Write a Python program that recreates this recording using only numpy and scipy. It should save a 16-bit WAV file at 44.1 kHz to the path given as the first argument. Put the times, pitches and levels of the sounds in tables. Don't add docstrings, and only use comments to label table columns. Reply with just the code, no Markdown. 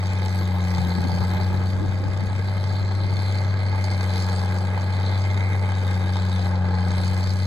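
import sys
import numpy as np
from scipy import signal
from scipy.fft import rfft, irfft
from scipy.io import wavfile
from scipy.ndimage import uniform_filter1d

SR = 44100
rng = np.random.default_rng(int(sys.argv[2]) if len(sys.argv) > 2 else 0)


def dump(signal):
    limited = np.clip(np.atleast_2d(signal).T, -1, 1)
    pcm = np.round(limited * 32767).astype(np.int16)
    wavfile.write(sys.argv[1], SR, pcm)


N = 328986
TIME_S, BINS_HZ = np.arange(N) / SR, np.fft.rfftfreq(N, 1 / SR)

# time_s, firing_hz
FIRING_RATE = [(0.0, 94.6), (0.3, 93.7), (0.9, 89.1), (1.5, 93.2), (2.35, 96.7), (3.05, 96.6), (3.6, 97.0),
               (4.26, 93.1), (4.96, 94.9), (5.31, 96.2), (5.81, 94.8), (5.96, 93.5), (6.31, 93.1),
               (6.76, 91.1), (7.46, 94.4)]
# time_s, level_db
HUM_LEVEL = [(0.0, -23), (0.75, -22.0), (0.95, -24.5), (1.4, -21.2), (2.3, -24.5), (2.4, -23.0),
             (3.5, -21.5), (4.81, -23), (5.16, -21), (5.96, -22), (7.46, -21.5)]
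# firing_hz, level_db
HUM_OCTAVE = [(89, -28), (91.5, -29.5), (93, -32), (94.3, -36), (97, -41)]
# firing_multiple, level_db
ENGINE_ORDERS = [(8 / 6, -51), (9 / 6, -50), (11 / 6, -48), (3.95, -55), (32 / 6, -55), (34 / 6, -52),
                 (38 / 6, -50), (40 / 6, -53), (50 / 6, -56), (54 / 6, -55), (56 / 6, -53), (68 / 6, -57)]
# freq_hz, lead_rad
LEFT_LEAD = [(20, 0), (94, .19), (600, .1), (860, -.4), (1380, 1.3), (1640, .4), (2240, 2.3), (3100, 4.8),
             (4130, 6.2), (5170, 9.2), (6500, 12.4), (15000, 12.6)]
CYLINDER_FORCE = [5, -5, 4, 4, 0.5, 2.5]
# freq_hz, share
KNOCK_POWER = [(300, 0.07), (600, 0.27), (900, 0.43), (2000, 0.09), (4000, 0.72), (10000, .75)]
# centre_hz, repeating_share, decay_s, grit_db
RATTLE_PARTS = [(850, .3, .0033, .6), (2000, .2, .0035, 1.2), (4200, .05, .0038, 1.4), (7000, 0, .0038, 3),
                (11500, 0, .003, 3.6)]
# centre_hz, width_hz, left_db, right_db
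BODY_MODES = [(252, 230, -6.5, -7), (351, 142, 0, -8.5), (465, 70, 1, -3.5), (536, 72, -11, -3),
              (606, 46, -34, -1), (775, 168, 2, -40), (870.4, 66, -18, 5), (1005, 370, -5, -26),
              (1260, 194, -21, -3.5), (1563, 205, -3.5, -30), (1652, 107, -15.5, -3), (2085, 286, -10, -4),
              (2434, 224, -7.5, -9), (3102, 187, -13, -18.5), (3500, 380, -13.5, -37),
              (3787, 176, -18, -17.5), (4135, 296, -16.5, -17.5), (4530, 220, -14.5, -12),
              (4870, 470, -19.5, -15), (5290, 1180, -24.5, -20.5), (6610, 1300, -25, -27.5),
              (8220, 1650, -28, -31), (10850, 4000, -35.5, -36)]
# time_s, pitch_hz
RING_PITCH = [(0, 3900), (1, 4150), (1.9, 3860), (3.2, 4260), (5.2, 4010), (5.9, 3710), (6.7, 4100),
              (7.46, 4180)]
# time_s, swell_steps
RING_SWELL = [(0.0, -0.8), (1.1, 1.5), (2.15, -3.1), (2.75, 3), (4.56, 0), (4.66, -2), (5.01, 4),
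              (5.61, -1.3), (6.01, 2.5), (7.46, -0.8)]
# time_s, gain_db
MID_SWELL = [(0.0, -0.5), (1.35, 2), (1.75, -2.1), (2.9, -2), (4.26, 2.5), (5.31, 1), (5.46, 1.1),
             (7.16, 1), (7.46, -3.5)]
# time_s, gain_db
TREBLE_SWELL = [(0.0, 1.5), (0.2, 0), (0.35, 2.5), (0.55, -1.9), (0.7, 2.5), (1.5, -0.3), (1.8, -2.5),
                (2.55, -2), (2.75, -1), (2.85, -5), (3.3, 2), (3.55, -3.5), (4.21, 5), (4.71, -1.4),
                (6.46, 0.5), (6.61, -6), (7.01, 3), (7.46, 1.5)]
# time_s, gain_db
PANEL_SWELL = [(0.0, 2), (1.55, -2), (3.91, 4), (4.41, -3.8), (5.56, 7.5), (5.81, -0.6), (6.66, -2.6),
               (7.46, -0.5)]
# freq_hz, density_db
RUMBLE_SPECTRUM = [(20, -14), (40, -1), (65, 9), (120, 9), (200, -5.5), (350, -6), (600, -25), (2000, -58)]
# start_s, end_s, relative_db
WIND_GUSTS = [(0.797, 2.267, -37.5), (2.75, 3.15, -41.5), (6.95, 7.2, -42.5)]
# peak_s, relative_db, centre_hz, length_s
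WIND_BUFFETS = [(.81, -26.5, 118, 0.085), (0.869, -31, 255, 0.027), (0.989, -25.5, 198, .04),
                (1.056, -25.5, 257, 0.027), (1.136, -24, 170, 0.026), (1.37, -29, 98, 0.08),
                (1.78, -32, 130, 0.067), (1.827, -28.5, 288, 0.053), (2.06, -35.5, 278, 0.077),
                (2.224, -29, 179, 0.06), (3.16, -32, 150, 0.095), (3.72, -38, 55, .09), (5.12, -40, 55, .1)]
# freq_hz, density_db
AIR_SPECTRUM = [(20, -33), (45, -11), (70, -2), (130, 2), (220, -4), (500, -26.5), (1500, -18),
                (2800, -32.5), (8000, -41.5), (15000, -73)]


def exhaust(firings, firing_hz, waver_db=2, waver_hz=3.2, pan_db=1):
    hum = amp(follow(HUM_LEVEL)) * np.cos(2 * np.pi * firings)
    hum += amp(at_hz(HUM_OCTAVE, firing_hz)) * np.cos(4 * np.pi * firings - np.pi / 4)
    for order, level_db in ENGINE_ORDERS:
        gain = amp(level_db + waver_db * wander(waver_hz))
        hum += gain * np.cos(2 * np.pi * (order * firings + rng.random()))
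    stereo = np.sqrt(2) * amp([[pan_db], [-pan_db]]) * rfft(hum)
    stereo[1] *= np.exp(-1j * at_hz(LEFT_LEAD))
    return irfft(stereo, N)


def clatter(firings, level_db=-36, spread=0.34, spread_hz=6500, unsteady_db=1):
    onsets = firing_samples(firings)
    count = len(onsets)
    force_db = np.resize(CYLINDER_FORCE, count) + unsteady_db * rng.standard_normal(N)[:count]
    share = at_hz(KNOCK_POWER)
    drive = np.sqrt(1 - share) * rfft(rng.standard_normal((3, N)))
    centres_hz = [part[0] for part in RATTLE_PARTS]
    for (_, repeat, decay_s, grit_db), selector in zip(RATTLE_PARTS, np.eye(len(RATTLE_PARTS))):
        band = np.interp(BINS_HZ, centres_hz, selector)
        shake = rng.standard_normal((3, N))
        shake[0] = np.sqrt(1 - repeat) * shake[0] + np.sqrt(repeat) * crank_noise(firings)
        drive += np.sqrt(share * band) * rfft(knocks(onsets, force_db, decay_s, grit_db) * shake)
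    stereo = (drive[0] + spread * np.hypot(1, BINS_HZ / spread_hz) * drive[1:]) * engine_body()
    stereo[1] *= np.exp(-1j * at_hz(LEFT_LEAD))
    return amp(level_db) * unit_rms(irfft(stereo * reflections(), N))


def knocks(onsets, force_db, decay_s, grit_db, rise_s=0.001, scatter_s=0.00082):
    size, lag = rng.uniform(-1.6, 1, (len(onsets), 2)).T
    struck = np.clip(onsets + (lag * scatter_s * SR).astype(int), 0, N - 1)
    blows = np.zeros(N)
    blows[struck] = amp(force_db + grit_db * size)
    t = TIME_S[:SR // 20]
    burst = np.exp(-t / decay_s) * (1 - np.exp(-t / rise_s))
    return unit_rms(signal.oaconvolve(blows, burst)[:N] * roughness(grit_db, rate_hz=810))


def crank_noise(firings, points=2800):
    cycle = firings / len(CYLINDER_FORCE) % 1
    return unit_rms(np.interp(cycle * points, np.arange(points), rng.standard_normal(points)))


def engine_body():
    power = sum(amp([[left_db], [right_db]]) ** 2 / (1 + (2 * (BINS_HZ - hz) / width_hz) ** 2) ** 2
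                for hz, width_hz, left_db, right_db in BODY_MODES)
    cepstrum = irfft(np.log(np.maximum(np.sqrt(power.mean(0)), 1e-5)), N)
    cepstrum[1:N // 2] *= 2
    cepstrum[N // 2 + 1:] = 0
    return np.sqrt(power) * np.exp(1j * rfft(cepstrum).imag)


def reflections(latest_s=0.014, above_hz=2500, count=6, gain=0.09):
    delays = (SR * latest_s * rng.uniform(0.2009, 1, (2, count))).astype(int)
    taps = np.zeros((2, N))
    np.put_along_axis(taps, delays, gain * rng.choice([-1, 1], delays.shape), 1)
    return 1 + rfft(taps) * BINS_HZ / np.hypot(BINS_HZ, above_hz)


def loose_metal(x, width_hz=330, gain=1.45, drift=0.017, step_db=2.3):
    pitch_hz = follow(RING_PITCH) * (1 + drift * wander(rate_hz=6))
    carrier = np.exp(2j * np.pi * np.cumsum(pitch_hz) / SR)
    pole = np.exp(-np.pi * width_hz / SR)
    ringing = 2 * (carrier * signal.lfilter([1 - pole], [1, -pole], x / carrier)).real
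    return x + gain * amp(step_db * follow(RING_SWELL)) * ringing


def load_and_air(x, usual_hz=94.4, knock_db_per_hz=0.56, patch_db=1.57, flutter_db=2.18):
    hz, t, spectrum = signal.stft(x, SR, nperseg=512)
    treble = np.interp(hz, [1700, 4000], [0, 1])
    mids = (1 - treble) * hz ** 4 / (hz ** 4 + 370 ** 4)
    depth = 1 + 0.46 * np.log2(np.maximum(hz / 4000, 1))
    seesaw = bump(hz, centre_hz=2170, width_hz=220) - 0.3 * bump(hz, centre_hz=1640, width_hz=130)
    gain_db = np.outer(mids, follow(MID_SWELL, t))
    gain_db += np.outer(treble * depth, follow(TREBLE_SWELL, t))
    gain_db += np.outer(seesaw, follow(PANEL_SWELL, t))
    sag_hz = usual_hz - follow(FIRING_RATE, t)
    gain_db += knock_db_per_hz * np.outer(bump(hz, centre_hz=880, width_hz=190), sag_hz)
    flutter_band = (hz / np.hypot(hz, 3000))[:, None]
    gain_db += flutter_db * flutter_band * patches(gain_db.shape, bins=12, frames=9)
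    stereo_db = gain_db + patch_db * patches(spectrum.shape, bins=3, frames=70)
    return signal.istft(spectrum * amp(stereo_db), SR, nperseg=512)[1][:, :N]


def ticking(firings, level_db=-63, pitch_hz=12100, width_hz=1100, uneven_db=4):
    onsets = firing_samples(firings)
    force_db = uneven_db * wander(rate_hz=7)[onsets]
    bursts = knocks(onsets, force_db, decay_s=0.0016, grit_db=3) * rng.standard_normal(N)
    ticks = unit_rms(irfft(rfft(bursts) / (1 + 2j * (BINS_HZ - pitch_hz) / width_hz) ** 2, N))
    return amp(level_db) * ticks * spell(start_s=0.33, end_s=1.46, rise_s=0.1, fall_s=0.2)


def wind(rumble_gain_db=5, buffet_gain_db=2, right_db=-8, flicker_db=0.5):
    noise = rfft(rng.standard_normal((2, N)))
    rumble = unit_rms(irfft(noise * amp(at_hz(RUMBLE_SPECTRUM)), N))
    out = rumble * breeze() * amp(rumble_gain_db + flicker_db * wander(rate_hz=42))
    for peak_s, relative_db, centre_hz, length_s in WIND_BUFFETS:
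        buffet = eddy(centre_hz, length_s)
        n = buffet.shape[1]
        start = round(peak_s * SR) - n // 2
        out[:, start:start + n] += amp(relative_db + buffet_gain_db) * buffet
    return out * amp([[0], [right_db]])


def breeze(draught_db=-50.5):
    gusts = sum(amp(db) * spell(start_s, end_s, rise_s=0.08, fall_s=0.16)
                for start_s, end_s, db in WIND_GUSTS)
    return (amp(draught_db) + gusts) * roughness(depth_db=3, rate_hz=9.2)


def eddy(centre_hz, length_s, log_width=0.23):
    t = TIME_S[:SR // 4]
    hz = np.fft.rfftfreq(len(t), 1 / SR)
    band = np.exp(-0.5 * (np.log((hz + 1) / centre_hz) / log_width) ** 2)
    envelope = np.exp(-(2 * (t - t.mean()) / length_s) ** 2)
    puff = irfft(rfft(rng.standard_normal((2, len(t)))) * band, len(t)) * envelope
    return puff * np.linalg.norm(envelope) / np.linalg.norm(puff, axis=1, keepdims=True)


def open_air(level_db=-39, spread=0.75):
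    noise = rfft(rng.standard_normal((3, N)))
    stereo = (noise[0] + spread * noise[1:]) * amp(at_hz(AIR_SPECTRUM))
    return amp(level_db) * unit_rms(irfft(stereo, N))


def amp(db):
    return 10 ** (np.asarray(db) / 20)


def unit_rms(x):
    return x / np.sqrt(np.mean(x ** 2) + 1e-20)


def at_hz(table, hz=BINS_HZ):
    freq_hz, values = np.transpose(table)
    return np.interp(np.log(hz + 1), np.log(freq_hz + 1), values)


def follow(table, time_s=TIME_S):
    return np.interp(time_s, *np.transpose(table))


def firing_samples(firings):
    return np.flatnonzero(np.diff(np.floor(firings + 0.5)))


def wander(rate_hz):
    return unit_rms(irfft(rfft(rng.standard_normal(N)) / (1 + (BINS_HZ / rate_hz) ** 4), N))


def roughness(depth_db, rate_hz):
    return amp(depth_db * 2 * np.tanh(wander(rate_hz) / 2))


def patches(shape, bins, frames):
    smeared = uniform_filter1d(rng.standard_normal(shape), bins, axis=0)
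    return unit_rms(uniform_filter1d(smeared, frames, axis=1))


def spell(start_s, end_s, rise_s, fall_s):
    return np.exp(-np.maximum(start_s - TIME_S, 0) / rise_s - np.maximum(TIME_S - end_s, 0) / fall_s)


def bump(hz, centre_hz, width_hz):
    return np.exp(-((hz - centre_hz) / width_hz) ** 2)


def scene():
    firing_hz = follow(FIRING_RATE)
    firings = np.cumsum(firing_hz) / SR
    hum = exhaust(firings, firing_hz)
    rattle = load_and_air(loose_metal(clatter(firings)))
    return hum + rattle + ticking(firings) + open_air() + wind()


def record(dry):
    lowpass = signal.firwin(511, 15750, window=("kaiser", 9), fs=SR)
    return signal.oaconvolve(dry, lowpass[None], "same")


dry = scene()
out = record(dry)
dump(out)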